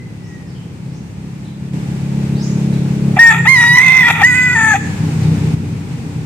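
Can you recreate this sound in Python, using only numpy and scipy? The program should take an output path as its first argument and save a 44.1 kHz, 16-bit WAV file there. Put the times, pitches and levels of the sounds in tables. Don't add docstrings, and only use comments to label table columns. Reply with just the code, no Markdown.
import sys
import numpy as np
from scipy import signal
from scipy.fft import rfft, irfft, next_fast_len
from scipy.io import wavfile

SR = 44100
rng = np.random.default_rng(int(sys.argv[2]) if len(sys.argv) > 2 else 0)


def generate_wav(signal):
    frames = np.transpose(np.atleast_2d(signal))
    scaled = np.clip(frames, -1, 1) * 32767
    pcm = np.round(scaled).astype(np.int16)
    wavfile.write(sys.argv[1], SR, pcm)


N = 275669
TIME = np.arange(N) / SR

# (frequency [Hz], relative level [dB])
AIR_SPECTRUM = [(300, -23.5), (500, -7), (640, -11.5), (820, -3), (1000, -8.5), (1250, -11), (1700, -11),
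                (2480, -10), (3200, -16.5), (4000, -17.5), (8500, -20.5), (10500, -31), (14600, -34),
                (15500, -41)]
# (time [s], level [dB])
AIR_LEVEL_DB = [(0, -46), (3.1, -41), (5.3, -38), (6.25, -39)]
# (frequency [Hz], relative level [dB])
RUMBLE_SPECTRUM = [(20, -48), (45, -27), (65, -6.5), (88, -4.5), (120, 1.5), (200, -6), (300, -12.5),
                   (500, -21), (900, -43), (2000, -83)]
# (time [s], level [dB])
RUMBLE_LEVEL_DB = [(0, -30.5), (2.4, -32), (3, -29.5), (3.5, -31.5), (4.5, -27), (5, -30.5), (5.5, -25.5),
                   (6.25, -27.5)]
# (frequency [Hz], correlation [-1..1])
LIKENESS = [(60, 1), (150, 0.89), (380, 0.72), (950, 0.093), (2380, 0.0048), (5980, -0.13), (15000, 0.25)]
# (frequency [Hz], t60 [s])
YARD_T60_S = [(200, 0.87), (900, 0.37), (2000, 0.68), (7000, 0.7), (14000, 0.033)]

# (start [s], length [s], start pitch [Hz], end pitch [Hz], relative level [dB])
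CHIRPS = [(0.23, 0.056, 5030, 6740, -53.5), (0.471, .04, 5300, 4600, -53), (0.546, 0.042, 3260, 2970, -49),
          (0.853, 0.088, 4000, 5220, -59), (0.934, 0.046, 5330, 7000, -52.5),
          (1.452, 0.028, 4130, 3200, -49), (2.352, .06, 3730, 5380, -42), (2.405, 0.049, 4900, 7200, -36.5),
          (2.439, 0.052, 7200, 6700, -46), (2.73, 0.031, 4430, 3200, -44), (5.221, 0.029, 4580, 3820, -42)]
# (time [s], frequency [Hz], relative level [dB])
FAR_CROW = [(-.02, 2058, -29), (0.051, 1997, -64), (.15, 1965, -64), (.25, 1945, -50.5), (.35, 1897, -43),
            (.43, 1870, -66), (.5, 1800, -46)]

# (time [s], firing rate [1/s])
FIRING_RATE_HZ = [(0, 33.7), (1.3, 34.1), (3.15, 34.45), (3.7, 32.7), (4.5, 32), (5.95, 32.35), (6.25, 30)]
# (time [s], level [dB])
ENGINE_LEVEL_DB = [(0, -30.5), (1.7, -22), (2.05, -23), (2.3, -17.5), (3.4, -17.5), (4.55, -25), (5.1, -23),
                   (5.5, -22.5), (6.25, -25)]
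# (frequency [Hz], relative level [dB])
EXHAUST_COMING = [(30, -62.5), (68, -39.5), (103, -14.5), (137, 1), (171, -3.5), (206, 0), (240, -20),
                  (275, -16.5), (308, -15.5), (345, -22), (410, -23.5), (480, -30.5), (600, -32.5),
                  (1500, -67)]
EXHAUST_GOING = [(30, -38), (64, -46.5), (97, -1.5), (129, 3), (161, 4), (192, -7), (225, -7.5),
                 (260, -17.5), (290, -13.5), (355, -22), (450, -22), (700, -57), (1500, -92.5)]

# (start [s], end [s], release [s], level [dB], level slope [dB/s], opening accent [dB],
#              roughness [0-1], period doubling [0-1], slope of the 1.5x line [dB/s], rasp re level [dB])
NOTES = [(3.188, 3.333, 0.043, 8.5, -14, -1, 0.05, 0.41, 0, -22.5),
         (3.465, 3.785, 0.01, 0.5, -3.5, 0, .08, 0, 0, -22.5),
         (3.765, 4.097, 0.021, 0, 2.5, 6.5, 0.32, 0.81, 2, -12),
         (4.228, 4.549, .008, -2, -23, 9.5, 0.1, 0.97, 33, -24),
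         (4.545, 4.753, 0.031, -6.5, 15, 0, .22, 0.96, -25, -12)]
# (multiple of the pitch [-], relative level [dB])
OPENING_OVERTONES = [(1, -19), (1.5, -48), (2, 6), (2.5, -7.5), (3, -70), (3.5, -31), (4, -35), (4.5, -50),
                     (5, -31), (5.5, -50), (6, -41), (6.5, -42), (7, -35), (7.5, -16), (8, -22), (8.5, -38),
                     (9, -31)]
RISING_OVERTONES = [(1, -10), (2, 7.5), (3, -18.5), (4, -12.5), (5, -22), (6, -20.5), (7, -25.5), (8, -24),
                    (9, -28), (10, -19.5), (11, -44), (12, -30.5), (13, -34), (14, -50), (15, -36)]
STRAINED_OVERTONES = [(1, -19), (1.5, -40), (2, 4.5), (2.5, -10), (3, -32), (3.5, -15.5), (4, -26.5),
                      (4.5, -30), (5, -31.5), (5.5, -28), (6, -28), (6.5, -45), (7, -46), (7.5, -48),
                      (8, -28.5), (8.5, -45), (9, -38)]
HELD_OVERTONES = [(1, -27.5), (1.5, -9.5), (2, 2), (2.5, -10.5), (3, -28), (3.5, -32), (4, -32.5),
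                  (4.5, -29), (5, -30.5), (5.5, -38), (6, -43), (6.5, -27), (7, -28), (7.5, -20), (8, -31),
                  (8.5, -29), (9, -35)]
FALLING_OVERTONES = [(1, -12.5), (1.5, -6.5), (2, 5), (2.5, -10.5), (3, -45), (3.5, -36), (4, -52.5),
                     (4.5, -43), (5, -28), (5.5, -30), (6, -58), (6.5, -35), (7, -29), (7.5, -20.5),
                     (8, -14.5), (8.5, -27), (9, -20), (9.5, -44), (10, -25)]
# (time [s], frequency [Hz])
SECOND_HARMONIC_HZ = [
    [(3.197, 1865), (3.237, 1869), (3.305, 1828), (3.32, 1757)],
    [(3.472, 1943), (3.476, 1960), (3.492, 2129), (3.534, 2124), (3.58, 1916), (3.618, 1909), (3.76, 1949)],
    [(3.775, 2036), (3.793, 1954), (3.801, 2047), (3.941, 2078), (4.021, 2031), (4.035, 1936),
     (4.075, 1914)],
    [(4.232, 1856), (4.274, 2025), (4.338, 1944), (4.35, 2009), (4.42, 2009), (4.488, 1971), (4.545, 1985)],
]
# (time [s], frequency [Hz])
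LAST_SECOND_HARMONIC_HZ = [(4.56, 1809), (4.714, 1746), (4.735, 1697)]
# (time [s], rise [s], fall [s], rasp [dB], pitch drop [Hz])
BREAKS = [(3.176, .009, .011, -13.5, 200), (3.316, 0.015, 0.041, -6, 14), (3.351, 0.016, 0.054, -15.5, -15),
          (3.462, 0.011, 0.0081, -12.5, 109), (3.625, 0.022, 0.032, -13.5, -1),
          (3.762, .012, 0.013, -22, -0.5), (4.089, 0.011, 0.028, -5, 19.5), (4.17, 0.05, 0.0585, -14, 10.5),
          (4.221, 0.01603, 0.01083, -8, 111), (4.75, 0.011, 0.017, -12.5, 69)]
# (frequency [Hz], width before narrowing [Hz], level [dB])
THROAT = [(817, 300, 3), (1303, 330, 2), (1912, 380, 4), (2458, 480, 3), (3490, 650, -6.5),
          (7100, 3200, -20), (11400, 8600, -24)]
# (frequency [Hz], left minus right [dB])
BEAM_DB = [(900, 2), (1400, 2.5), (1950, 7), (2500, -6.5), (3500, -6), (5000, 7.5), (7000, 15.5),
           (8300, -4.5), (12000, 4)]

STEP_UP_S, STEP_DOWN_S, STEP_DB = 1.73, 5.55, 5.5
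PASS_S, TURN_S = 3.26, 0.1
BRIGHTEN_DB_PER_DB, BRIGHTEN_FROM_HZ, PLAIN_DB = 0.44, 277, -24.5
ATTACK_S, ACCENT_AT_S, ACCENT_S = 0.0084, 0.021, 0.019
DOUBLING_FROM_S, DOUBLING_RISE_S = 0.032, 0.018
BREAK_ROUGHNESS = 0.3
LOW_RING_HZ, LOW_WIDTH_HZ, LOW_RING_DB = 790, 45.5, -7.5
CENTRE_HZ, SWING_DB_PER_HZ = 868, -0.0688
EDGE_HZ = 15700


def amp(db):
    return 10 ** (np.asarray(db) / 20)


def evened(x):
    return x / np.sqrt(np.mean(x ** 2) + 1e-20)


def read(points, hz):
    f, value = np.transpose(points)
    return np.interp(np.log(hz + 1), np.log(f + 1), value)


def curves(rows):
    s, *columns = np.transpose(rows)
    return [np.interp(TIME, s, column) for column in columns]


def gate(start_s, end_s, fade_s):
    return np.clip(np.minimum(TIME - start_s, end_s - TIME) / fade_s, 0, 1)


def shaped(x, gain):
    size = next_fast_len(N + 4096)
    spectrum = rfft(x, size) * gain(np.fft.rfftfreq(size, 1 / SR))
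    return irfft(spectrum, size)[..., :N]


def wander(hz):
    return evened(shaped(rng.standard_normal(N), lambda f: 1 / (1 + (f / hz) ** 4)))


def glide(hz):
    return np.sin(2 * np.pi * np.cumsum(hz) / SR)


def ports(x, lead_ms):
    sides = np.array([[1], [-1]])
    return shaped(x, lambda f: np.exp(1j * np.pi * f * lead_ms / 1000 * sides))


def ringing(colour, size=8192):
    log_gain = np.log(amp(read(colour, abs(np.fft.fftfreq(size, 1 / SR)))))
    response = np.fft.ifft(np.exp(signal.hilbert(log_gain).conj())).real
    return response[:size // 2]


def yard(x):
    taps = rng.standard_normal((2, SR)) * (rng.random((2, SR)) < 0.06)
    taps = taps * (TIME[:SR] > 0.012)
    hz, t, bands = signal.stft(taps, SR, nperseg=256)
    decay = amp(-60 * t / read(YARD_T60_S, hz)[:, None])
    tail = signal.istft(bands * decay, SR)[1]
    tail = tail / np.linalg.norm(tail[0])
    return signal.fftconvolve(x[None], tail, axes=1)[:, :N]


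def nearby(x, count=14):
    taps = np.zeros((2, SR // 30))
    places = rng.integers(60, SR // 30, (2, count))
    signs = rng.choice([-1, 1], (2, count))
    np.put_along_axis(taps, places, signs, 1)
    return signal.oaconvolve(x[None], taps / np.sqrt(count), axes=1)[:, :N]


def wide_noise(colour):
    left, other = rng.standard_normal((2, N))
    same = lambda f: np.clip(read(LIKENESS, f), -1, 1)
    right = shaped(left, same) + shaped(other, lambda f: np.sqrt(1 - same(f) ** 2))
    return evened(shaped(np.array([left, right]), lambda f: amp(read(colour, f))))


def air(waver_db=0.5):
    level_db, = curves(AIR_LEVEL_DB)
    gain = amp(level_db + waver_db * wander(8.1))
    return gain * wide_noise(AIR_SPECTRUM) * amp([[0.4], [-0.4]])


def rumble():
    level_db, = curves(RUMBLE_LEVEL_DB)
    return amp(level_db) * ports(wide_noise(RUMBLE_SPECTRUM), lead_ms=-0.048) * amp([[0.5], [-0.5]])


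def small_birds(warble=0.05):
    song = np.zeros(N)
    wobble = 1 + warble * wander(249)
    for start_s, length_s, start_hz, end_hz, db in CHIRPS:
        end_s = start_s + length_s
        hz = np.interp(TIME, [start_s, end_s], [start_hz, end_hz]) * wobble
        song += amp(db) * gate(start_s, end_s, 0.0016) * glide(hz)
    return song


def far_rooster(unsteadiness=0.0127):
    hz, db = curves(FAR_CROW)
    sounding = gate(FAR_CROW[0][0], FAR_CROW[-1][0], 0.02)
    return amp(db) * sounding * glide(hz * (1 + unsteadiness * wander(100)))


def far_birds():
    song, crow = small_birds(), far_rooster()
    return 0.94 * song + crow + 1.22 * yard(song + 0.78 * crow)


def engine_firings(behind, uneven_coming=0.22, uneven_going=0.55, smear_s=0.012):
    rate_hz, = curves(FIRING_RATE_HZ)
    drift = (0.002 + 0.016 * behind) * wander(12)
    count = np.floor(np.cumsum(rate_hz * (1 + drift)) / SR)
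    uneven = np.interp(behind, [0, 1], [uneven_coming, uneven_going])
    firings = np.diff(count, prepend=0) * (1 + uneven * rng.standard_normal(N))
    return shaped(firings, lambda f: np.exp(-2j * np.pi * smear_s * np.maximum(f - 200, 0) ** 2 / 200))


def engine(scatter_coming=0.22, scatter_going=1.0, coming_db=-4.0, going_db=1.63):
    behind = np.clip(0.5 + (TIME - PASS_S) / TURN_S, 0, 1)
    firings = engine_firings(behind)
    coming, going = (evened(signal.oaconvolve(firings, ringing(colour))[:N])
                     for colour in (EXHAUST_COMING, EXHAUST_GOING))
    front = amp(coming_db) * evened(ports(coming, lead_ms=-0.19) + scatter_coming * yard(coming)[0])
    back = amp(going_db) * evened(ports(going, lead_ms=-0.2) + scatter_going * yard(going)[0])
    level_db, = curves(ENGINE_LEVEL_DB)
    upper = shaped(front, lambda f: 1 - 1 / (1 + (f / BRIGHTEN_FROM_HZ) ** 8))
    front = front + upper * (amp(BRIGHTEN_DB_PER_DB * (level_db - PLAIN_DB)) - 1)
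    turned = np.sqrt(1 - behind) * front + np.sqrt(behind) * back
    return amp(level_db) * turned * amp([[0.5], [-0.5]])


def note_swell(start_s, end_s, release_s, level_db, slope_db_per_s, accent_db):
    t = np.clip(TIME - start_s, 0, end_s - start_s)
    edges = np.clip(t / ATTACK_S, 0, 1) * np.clip((end_s - TIME) / release_s, 0, 1)
    accent = accent_db * np.exp(-((t - ACCENT_AT_S) / ACCENT_S) ** 2)
    return edges * amp(level_db + slope_db_per_s * t + accent)


def voice_controls():
    points = [point for note in [*SECOND_HARMONIC_HZ, LAST_SECOND_HARMONIC_HZ] for point in note]
    pitch_hz = curves(points)[0] / 2
    rough, rasp_power, sounding = np.zeros((3, N))
    for start_s, end_s, _, level_db, _, _, roughness, _, _, rasp_db in NOTES:
        held = gate(start_s, end_s, ATTACK_S)
        rough += roughness * held
        rasp_power += (amp(level_db + rasp_db) * held) ** 2
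        sounding += held
    for s, rise_s, fall_s, rasp_db, drop_hz in BREAKS:
        burst = np.exp(-((TIME - s) / np.where(TIME < s, rise_s, fall_s)) ** 2)
        pitch_hz -= drop_hz * burst
        rough += BREAK_ROUGHNESS * burst
        rasp_power += (amp(rasp_db) * burst) ** 2
        sounding += burst
    return pitch_hz, np.clip(rough, 0, 1), np.sqrt(rasp_power), np.minimum(sounding, 1)


def crow_tone(turns, pitch_hz, rough, sounding, shimmer=0.68, fray=0.69, fizz_db=-46, waver_db=3):
    flutter = lambda: np.exp(shimmer * rough * wander(156) - (shimmer * rough) ** 2)
    lift = amp(LOW_RING_DB) / (1 + ((pitch_hz - LOW_RING_HZ) / LOW_WIDTH_HZ) ** 2) ** 2
    low = lift * sounding * flutter() * np.cos(2 * np.pi * turns)
    out = np.array([low, low])
    shake, slip = flutter(), wander(174)
    waver = amp(waver_db * wander(13.3))
    note_overtones = (OPENING_OVERTONES, RISING_OVERTONES, STRAINED_OVERTONES, HELD_OVERTONES, FALLING_OVERTONES)
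    for (*envelope, _, doubled, growth, _), overtones in zip(NOTES, note_overtones):
        swell = note_swell(*envelope) * shake
        on = np.flatnonzero(swell)
        top_db = max(db for _, db in overtones)
        since_s = TIME[on] - envelope[0]
        doubling = doubled * np.clip((since_s - DOUBLING_FROM_S) / DOUBLING_RISE_S, 0, 1)
        side_db = SWING_DB_PER_HZ * (pitch_hz[on] - CENTRE_HZ)
        own_gain = {3: amp(growth * (TIME[on] - TIME[on].mean())),
                    4: amp(np.array([side_db, -side_db]) / 2)}
        fizz = [(k, top_db + fizz_db) for k in np.arange(overtones[-1][0] + 0.5, 15, 0.5)]
        for multiple, db in list(overtones) + fizz:
            halves = round(2 * multiple)
            loose = fray * rough[on] * abs(multiple - 2) * slip[(on + rng.integers(N)) % N]
            phase = 2 * np.pi * rng.random() * (halves > 2)
            line = swell[on] * amp(db - top_db) * np.cos(np.pi * halves * turns[on] + loose + phase)
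            if multiple > 2:
                line = line * waver[(on + rng.integers(N)) % N]
            if halves % 2:
                line = line * doubling
            out[:, on] += line * own_gain.get(halves, 1)
    return np.sqrt(2) * out


def crow_rasp(turns, lumpy=0.39, croak=0.69, stumble=0.36, narrowing=0.61):
    puffs = evened(rng.standard_normal(N) * (0.1 + np.exp(-(turns % 1) / 1.1)))
    beat = np.pi * turns + stumble * wander(127)
    pulses = evened(sum(np.cos(k * beat) for k in range(2, 9)))
    throat = lambda f: sum(amp(db) / (1 + ((f - hz) / (narrowing * width_hz)) ** 2) ** 2
                           for hz, width_hz, db in THROAT)
    return evened(shaped((puffs + croak * pulses) * np.exp(lumpy * wander(56)), throat))


def rooster_voice(jitter=0.026, tremor=0.0028, strain=0.035):
    pitch_hz, rough, rasp_gain, sounding = voice_controls()
    unsteady = rough * (jitter * wander(200) + strain * wander(55)) + tremor * wander(110)
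    turns = np.cumsum(pitch_hz * (1 + unsteady)) / SR
    rasp = crow_rasp(turns) + 0.5 * np.array([crow_rasp(turns), crow_rasp(turns)])
    return crow_tone(turns, pitch_hz, rough, sounding) + rasp_gain * rasp


def rooster(yard_db=-18, treble_scatter_db=6, nearby_bass_db=-20, nearby_treble_db=-3):
    voice = rooster_voice()
    mono = voice.mean(0)
    share_db = [(2200, nearby_bass_db), (4500, nearby_treble_db)]
    share = lambda f: np.minimum(amp(read(share_db, f)), 0.95)
    direct = ports(shaped(voice, lambda f: np.sqrt(1 - share(f) ** 2)), lead_ms=0.07)
    early = nearby(shaped(mono, share))
    scatter_db = [(2500, 0.026), (7000, treble_scatter_db)]
    scattered = shaped(mono, lambda f: amp(read(scatter_db, f)))
    beamed = shaped(direct + early, lambda f: amp(read(BEAM_DB, f) * np.array([[0.5], [-0.5]])))
    return beamed + amp(yard_db) * yard(scattered)


def gain_control(x, threshold_db=-19, squeeze=0.39, listen_s=0.024, react_s=0.0049,
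                 look_ahead_s=0.0087, deaf_below_hz=600):
    def lag(v, s):
        keep = np.exp(-1 / (s * SR))
        return signal.lfilter([1 - keep], [1, -keep], v)

    heard = shaped(x, lambda f: 1 - 1 / (1 + (f / deaf_below_hz) ** 4))
    power = lag((heard ** 2).mean(0), listen_s)
    over_db = 10 * np.log10(1 + power / amp(threshold_db) ** 2)
    return x * amp(-squeeze * np.interp(TIME + look_ahead_s, TIME, lag(over_db, react_s)))


def scene():
    step = amp(STEP_DB * gate(STEP_UP_S, STEP_DOWN_S, 0.0041))
    background = step * (air() + rumble() + engine())
    return background + far_birds() + rooster()


def record(dry, ceiling=1.0):
    clipped = np.clip(gain_control(dry), -ceiling, ceiling)
    low_pass = signal.firwin(511, EDGE_HZ, window=("kaiser", 9), fs=SR)
    return signal.oaconvolve(clipped, low_pass[None], "same")


dry = scene()
out = record(dry)
generate_wav(out)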